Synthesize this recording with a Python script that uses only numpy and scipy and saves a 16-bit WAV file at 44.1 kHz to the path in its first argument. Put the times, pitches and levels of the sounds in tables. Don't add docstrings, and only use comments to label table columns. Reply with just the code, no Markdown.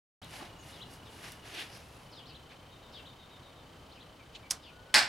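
import sys
import numpy as np
from scipy import signal
from scipy.fft import rfft, irfft, next_fast_len
from scipy.io import wavfile
from scipy.ndimage import uniform_filter1d

SR = 44100
rng = np.random.default_rng(int(sys.argv[2]) if len(sys.argv) > 2 else 0)


def digitize_waveform(pressure):
    field = np.atleast_2d(pressure).T
    bounded = np.clip(field, -1, 1)
    quanta = np.round(bounded * 32767).astype(np.int16)
    wavfile.write(sys.argv[1], SR, quanta)


N = 224403
T = np.arange(N) / SR
TAIL_SAMPLES = 16384

# t/s, level/dB, decay/s
HAND_IMPACTS = [(4.9405, -22, .003), (4.942, -9.5, .0015)]
# f/Hz, level/dB
IMPACT_SPECTRUM = [(150, -22), (500, -8.5), (800, 0), (1300, -1.5), (2000, 2), (2700, 0), (3600, -1),
                   (4400, 8), (5200, 0), (6200, -8), (8000, -7), (10200, -7), (12500, -24), (16000, -42)]
# delay/s, level/dB
PANEL_ECHOES = [(.0055, -12), (0.0137, -16), (0.0253, -18.5), (.048, -19), (.0846, -29)]
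# f/Hz, level/dB
BAY_SPECTRUM = [(100, -27), (290, -15), (480, -19), (680, -5.5), (1150, -10), (1650, -2), (2400, -4.5),
                (3200, -8.5), (4600, -6), (5300, -5.5), (6100, -15.5), (8000, -13), (10500, -22),
                (15000, -36)]
# f/Hz, level/dB, T60/s
PANEL_MODES = [(780, -39, .3), (848, -35, 0.56), (1557, -25, 0.33), (1688, -29.5, 0.33), (1760, -27, 0.27),
               (1967, -21.5, 0.19), (2090, -26, 0.26), (2320, -32, 0.37), (4260, -33, .25),
               (4308, -32, 0.2), (4511, -22, 0.22), (4570, -25, 0.22), (4750, -27, 0.21), (5010, -29, 0.24),
               (5270, -27, 0.22), (5220, -28, 0.21)]
def clap(at_s=4.9421, echo_decay_s=.002):
    echoes = [(at_s + delay_s, db, echo_decay_s) for delay_s, db in PANEL_ECHOES]
    out = cracks(HAND_IMPACTS + echoes, IMPACT_SPECTRUM, rise_s=.00024, side_db=-8.5)
    slap_hz_db = [(3000, -3), (4500, -5), (7000, -22), (10000, 8), (12500, -20), (16000, -28)]
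    out += cracks([(4.9434, -14.5, .00071)], slap_hz_db, rise_s=.00015, side_db=-8)
    tail = bay_tail(BAY_SPECTRUM, build_s=.008, limiter_hold_s=.047, t60_scale=.86)
    add(out, at_s, undb(-18.5) * pan(-1.8) * tail)
    t = T[:TAIL_SAMPLES]
    build = 1 - np.exp(-t / .0079)
    for hz, db, t60_s in PANEL_MODES:
        phase = rng.uniform(0, 2 * np.pi) + .3 * rng.standard_normal((2, 1))
        envelope = build * np.exp(-np.log(1000) * t / t60_s)
        add(out, at_s, undb(db) * pan(-1.7) * envelope * np.sin(2 * np.pi * hz * t + phase))
    return out


# f/Hz, T60/s
BAY_DECAY = [(200, 0.33), (800, 0.35), (2000, 0.34), (4500, 0.3), (8000, 0.24), (15000, 0.2)]
def bay_tail(spectrum, build_s, limiter_hold_s, t60_scale):
    t = T[:TAIL_SAMPLES]
    hz = np.fft.rfftfreq(TAIL_SAMPLES, 1 / SR)
    wash = rfft(noise(spectrum, TAIL_SAMPLES))
    fading_s = np.hypot(t, limiter_hold_s) - limiter_hold_s
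    centres_hz, t60s = np.transpose(BAY_DECAY)
    out = 0
    for share, t60_s in zip(np.eye(len(centres_hz)), t60s):
        band = irfft(wash * log_interp(hz, np.c_[centres_hz, share]))
        out += band * np.exp(-np.log(1000) * fading_s / (t60_s * t60_scale))
    return out * (1 - np.exp(-t / build_s))


# t/s, level/dB, decay/s
GLOVE_SNAPS = [(4.502, -42, .004), (4.5067, -25.5, .002), (4.5089, -20, 0.0015), (4.5107, -16, .001),
               (4.5143, -26.5, 0.0011), (4.5165, -27.5, .003)]
# f/Hz, level/dB
SNAP_SPECTRUM = [(300, -28), (700, -28), (1300, -31), (2200, -15), (3200, -14), (4300, -7), (5250, 4),
                 (5800, -2.5), (7500, -9), (9200, -5), (10900, -8.5), (16000, -33)]
# f/Hz, level/dB
SNAP_TAIL_SPECTRUM = [(300, -13), (800, -2.5), (1120, 0), (2400, -9.5), (4000, -7.5), (5200, -3.5),
                      (7000, -5), (10700, -7), (16000, -29)]
# f/Hz, level/dB
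CREAK_SPECTRUM = [(1700, -22), (2700, 1), (3300, -3), (4000, -1), (5500, -19), (7200, -16), (9000, -25),
                  (11000, -40)]
def glove_peel():
    snaps = cracks(GLOVE_SNAPS, SNAP_SPECTRUM, rise_s=.00015, side_db=-9)
    tail = bay_tail(SNAP_TAIL_SPECTRUM, build_s=.002, limiter_hold_s=.001, t60_scale=.61)
    add(snaps, 4.51, undb(-36.5) * tail)
    creak = undb(-45) * noise(CREAK_SPECTRUM) * swell(4.356, rise_s=.005, fall_s=.0081)
    return snaps * pan(-1.7) + creak


# fastest t/s, rise/s, fall/s, rub level/dB, hiss level/dB
LIMB_STROKES = [(.22, .02, .05, -57, -68), (.348, 0.027, 0.04, -50, -55.5),
                (.425, 0.023, 0.038, -50.5, -62.5), (.685, 0.033, 0.035, -57, -59.5),
                (.76, .03, 0.048, -58, -64.5), (0.938, 0.028, .024, -61, -59.5),
                (1.19, 0.065, 0.047, -58, -61.5), (1.245, 0.015, 0.056, -47.5, -54),
                (1.472, 0.015, .03, -51, -60), (1.595, .05, 0.043, -44.5, -53.5),
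                (1.745, .03, 0.047, -55, -60), (1.97, .11, 0.067, -63.5, -66.5)]
# f/Hz, level/dB
RUB_SPECTRUM = [(250, -7), (370, 2), (500, -17), (700, 0), (1150, -5), (1700, 1), (2600, -0.5),
                (3800, -3.5), (5500, -9.5), (9000, -23)]
# f/Hz, level/dB
HISS_SPECTRUM = [(3000, -12), (5000, 1), (8000, -5), (11000, 0), (13000, -13), (16000, -23)]
# t/s, rise/s, fall/s, f/Hz, half-width/oct, level/dB
PITCHED_SCUFFS = [(.348, .01, .016, 800, .22, -50), (.425, 0.014, .018, 800, .5, -48),
                  (.425, .011, .018, 230, .55, -50.5), (1.233, .003, 0.036, 1300, .8, -50.5),
                  (1.597, .031, .026, 2800, .42, -41.8), (1.62, .08, .07, 380, .25, -60),
                  (1.74, .022, .03, 5100, 0.16, -57.5), (2.515, .008, .016, 2500, .49, -54)]
# t/s, level/dB, decay/s
CREASE_TICKS = [(.2445, -49.5, .002), (1.319, -45, .004), (1.601, -44, .002)]
# f/Hz, level/dB
TICK_SPECTRUM = [(2000, -10), (5000, -7), (9000, 0), (15000, -9)]
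def cloth_rustle():
    rub_power = hiss_power = 0
    for at_s, rise_s, fall_s, rub_db, hiss_db in LIMB_STROKES:
        speed = swell(at_s, rise_s, fall_s)
        rub_power += (undb(rub_db) * speed) ** 2
        hiss_power += (undb(hiss_db) * speed) ** 2
    out = noise(RUB_SPECTRUM) * np.sqrt(rub_power) * undb(.92 * walk(300))
    out += noise(HISS_SPECTRUM, side_db=-10) * np.sqrt(hiss_power) * undb(1.6 * walk(900))
    for at_s, rise_s, fall_s, hz, half_width_oct, db in PITCHED_SCUFFS:
        hump = [(hz * 2 ** (k * half_width_oct), -3 * k * k) for k in range(-3, 4)]
        out += undb(db) * noise(hump) * swell(at_s, rise_s, fall_s)
    out *= undb(.97 * walk(120))
    return out + cracks(CREASE_TICKS, TICK_SPECTRUM, rise_s=.0004, side_db=-6)


# t/s, f/Hz, level/dB
BIRD_ARCHES = [(.241, 4220, -51.5), (.735, 4340, -56), (.826, 4160, -46), (2.27, 4600, -56),
               (2.359, 4210, -52), (3.069, 4200, -53), (3.925, 4500, -57.5), (4.016, 4250, -54.5)]
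# t/s, length/s, start f/Hz, level/dB
BIRD_SLURS = [(.74, .05, 4000, -54.5), (1.055, .04, 3950, -56.5), (2.122, .04, 4750, -54.5),
              (2.165, .058, 3900, -50.5), (2.28, .05, 4800, -56), (2.288, .04, 3150, -56),
              (2.931, 0.081, 4100, -49.5), (3.946, .05, 3100, -58), (4.626, 0.088, 3840, -53.5)]
# t/s, start f/Hz, level/dB
BIRD_PIPS = [(.585, 6950, -61), (4.19, 2420, -58.5), (4.43, 2415, -55)]
def birds(arch_rise_s=.022, arch_fall_s=.017, arch_depth_oct=.62):
    song = np.zeros((1, N))
    t = np.arange(-arch_rise_s, arch_fall_s, 1 / SR)
    arch = 2 ** (-arch_depth_oct * np.maximum(-t / arch_rise_s, t / arch_fall_s))
    for at_s, hz, db in BIRD_ARCHES:
        add(song, at_s - arch_rise_s, bird_note(hz * arch, db, rasp=.016))
    for at_s, length_s, hz, db in BIRD_SLURS:
        add(song, at_s, bird_note(glide(hz, length_s, oct_per_s=-7.9), db, rasp=.067))
        second_voice = bird_note(glide(5360, length_s, oct_per_s=-4.5), db - 9.5, rasp=.067)
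        add(song, at_s - .016, second_voice)
    for at_s, hz, db in BIRD_PIPS:
        add(song, at_s, bird_note(glide(hz, length_s=.043, oct_per_s=-3), db, rasp=.035))
    sag_hz = glide(3860, length_s=.088, oct_per_s=-1.3)
    for k, place in enumerate(np.linspace(-1, 1, 8)):
        add(song, 2.695 + k * .121, bird_note(sag_hz, db=-58.5 - 5 * place ** 2, rasp=.035))
    long_whistle = bird_note(glide(1440, length_s=.25, oct_per_s=.24), db=-58)
    add(song, 4.69, long_whistle)
    return (song + undb(-7.5) * yard_echo(song)) * pan(3.1)


def bird_note(path_hz, db, rasp=0):
    progress = np.linspace(0, 1, len(path_hz))
    envelope = 2 * np.sqrt(progress * (1 - progress))
    flutter = 1 + rasp * walk(1500)[:len(path_hz)]
    phase = 2 * np.pi * np.cumsum(path_hz * flutter) / SR
    return undb(db) * envelope * np.sin(phase)[None]


def yard_echo(song, decay_s=.04):
    response = noise([(1000, 0), (8000, 0)], TAIL_SAMPLES, side_db=5.5)
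    response *= np.exp(-T[:TAIL_SAMPLES] / decay_s)
    response /= np.linalg.norm(response[0])
    return signal.fftconvolve(song, response, axes=1)[:, :N]


# from t/s, f/Hz, level/dB
WHINE_STEPS = [(0, 2870, -63), (1.75, 2620, -68), (2.0, 3040, -65), (2.75, 3030, -67.5)]
def camera_whine(frame_hz=30):
    starts_s, pitches_hz, levels_db = np.transpose(WHINE_STEPS)
    step = np.searchsorted(starts_s[1:], T)
    beat = np.cos(2 * np.pi * frame_hz * T)
    hz = pitches_hz[step] + 45 * beat + 55 * walk(500)
    phase = 2 * np.pi * np.cumsum(hz) / SR
    tone = np.sin(phase) + undb(-21.5) * np.sin(2 * phase) + undb(-17) * np.sin(3 * phase)
    buzz = noise([(2000, -2.5), (3300, 1), (4400, 1.5), (5200, -6.5), (9000, -17)])
    return undb(levels_db[step]) * tone * (1 + .87 * beat) + undb(-68.5) * buzz * (1 + .58 * beat)


# f/Hz, level/dB
TOWN_SPECTRUM = [(25, -8), (45, -4), (80, 1), (155, -.5), (200, -7), (270, -5), (370, -9), (470, -7.5),
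                 (600, -8), (1150, -11), (1700, -18), (3200, -20), (5500, -28), (16000, -39)]
def town_rumble(start_db=-52, fade_db_per_s=.5):
    return noise(TOWN_SPECTRUM) * pan(.59) * undb(start_db - fade_db_per_s * T + .5 * walk(7.8))


# f/Hz, side-minus-mid level/dB
STEREO_WIDTH = [(30, -24), (60, -33), (125, -24.5), (250, -13.5), (1000, -6.5), (4000, -8.5), (8000, -10),
                (14000, -33)]
def noise(spectrum, size=N, side_db=0):
    n = next_fast_len(size)
    hz = np.fft.rfftfreq(n, 1 / SR)
    rolloff = np.minimum(hz / spectrum[0][0], 1) ** 2 / np.maximum(hz / spectrum[-1][0], 1) ** 2
    mid, side = rfft(rng.standard_normal((2, n))) * undb(log_interp(hz, spectrum)) * rolloff
    side *= undb(log_interp(hz, STEREO_WIDTH) + side_db)
    return unit(irfft([mid + side, mid - side], n)[:, :size])


def cracks(rows, spectrum, rise_s, side_db):
    out, t = np.zeros((2, N)), T[:2048]
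    for at_s, db, decay_s in rows:
        envelope = np.exp(-t / decay_s) * (1 - np.exp(-t / rise_s))
        burst = noise(spectrum, len(t), side_db) * envelope
        rms = undb(db) * np.sqrt(decay_s / 2 / t[-1])
        add(out, at_s, rms * unit(burst))
    return out


def swell(peak_s, rise_s, fall_s):
    away = np.maximum((peak_s - T) / rise_s, (T - peak_s) / fall_s)
    return np.exp(1 - np.sqrt(1 + np.minimum(away, 20) ** 2))


def glide(start_hz, length_s, oct_per_s):
    return start_hz * 2 ** (oct_per_s * T[:int(length_s * SR)])


def walk(rate_hz):
    hold = max(int(SR / rate_hz), 1)
    steps = np.repeat(rng.standard_normal(N // hold + 1), hold)
    return unit(uniform_filter1d(steps, hold)[:N])


def log_interp(hz, points):
    points_hz, values = np.transpose(points)
    return np.interp(np.log(hz + 1), np.log(points_hz), values)


def undb(db):
    return 10 ** (np.asarray(db) / 20)


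def unit(x):
    return x / np.sqrt(np.mean(x ** 2))


def pan(left_minus_right_db):
    return undb(np.array([[.5], [-.5]]) * left_minus_right_db)


def add(out, at_s, sound):
    i = int(at_s * SR)
    out[:, i:i + sound.shape[1]] += sound[:, :N - i]


def scene():
    return clap() + glove_peel() + cloth_rustle() + birds() + camera_whine() + town_rumble()


def record(dry):
    open_s, cutoff_hz = .216, 15800
    gate = np.clip((T - open_s) / .002, 0, 1)
    rounded = np.tanh(1.206 * dry) / 1.198
    lowpass = signal.ellip(8, .2, 70, cutoff_hz, fs=SR, output="sos")
    return signal.sosfilt(lowpass, rounded * gate)


dry = scene()
out = record(dry)
digitize_waveform(out)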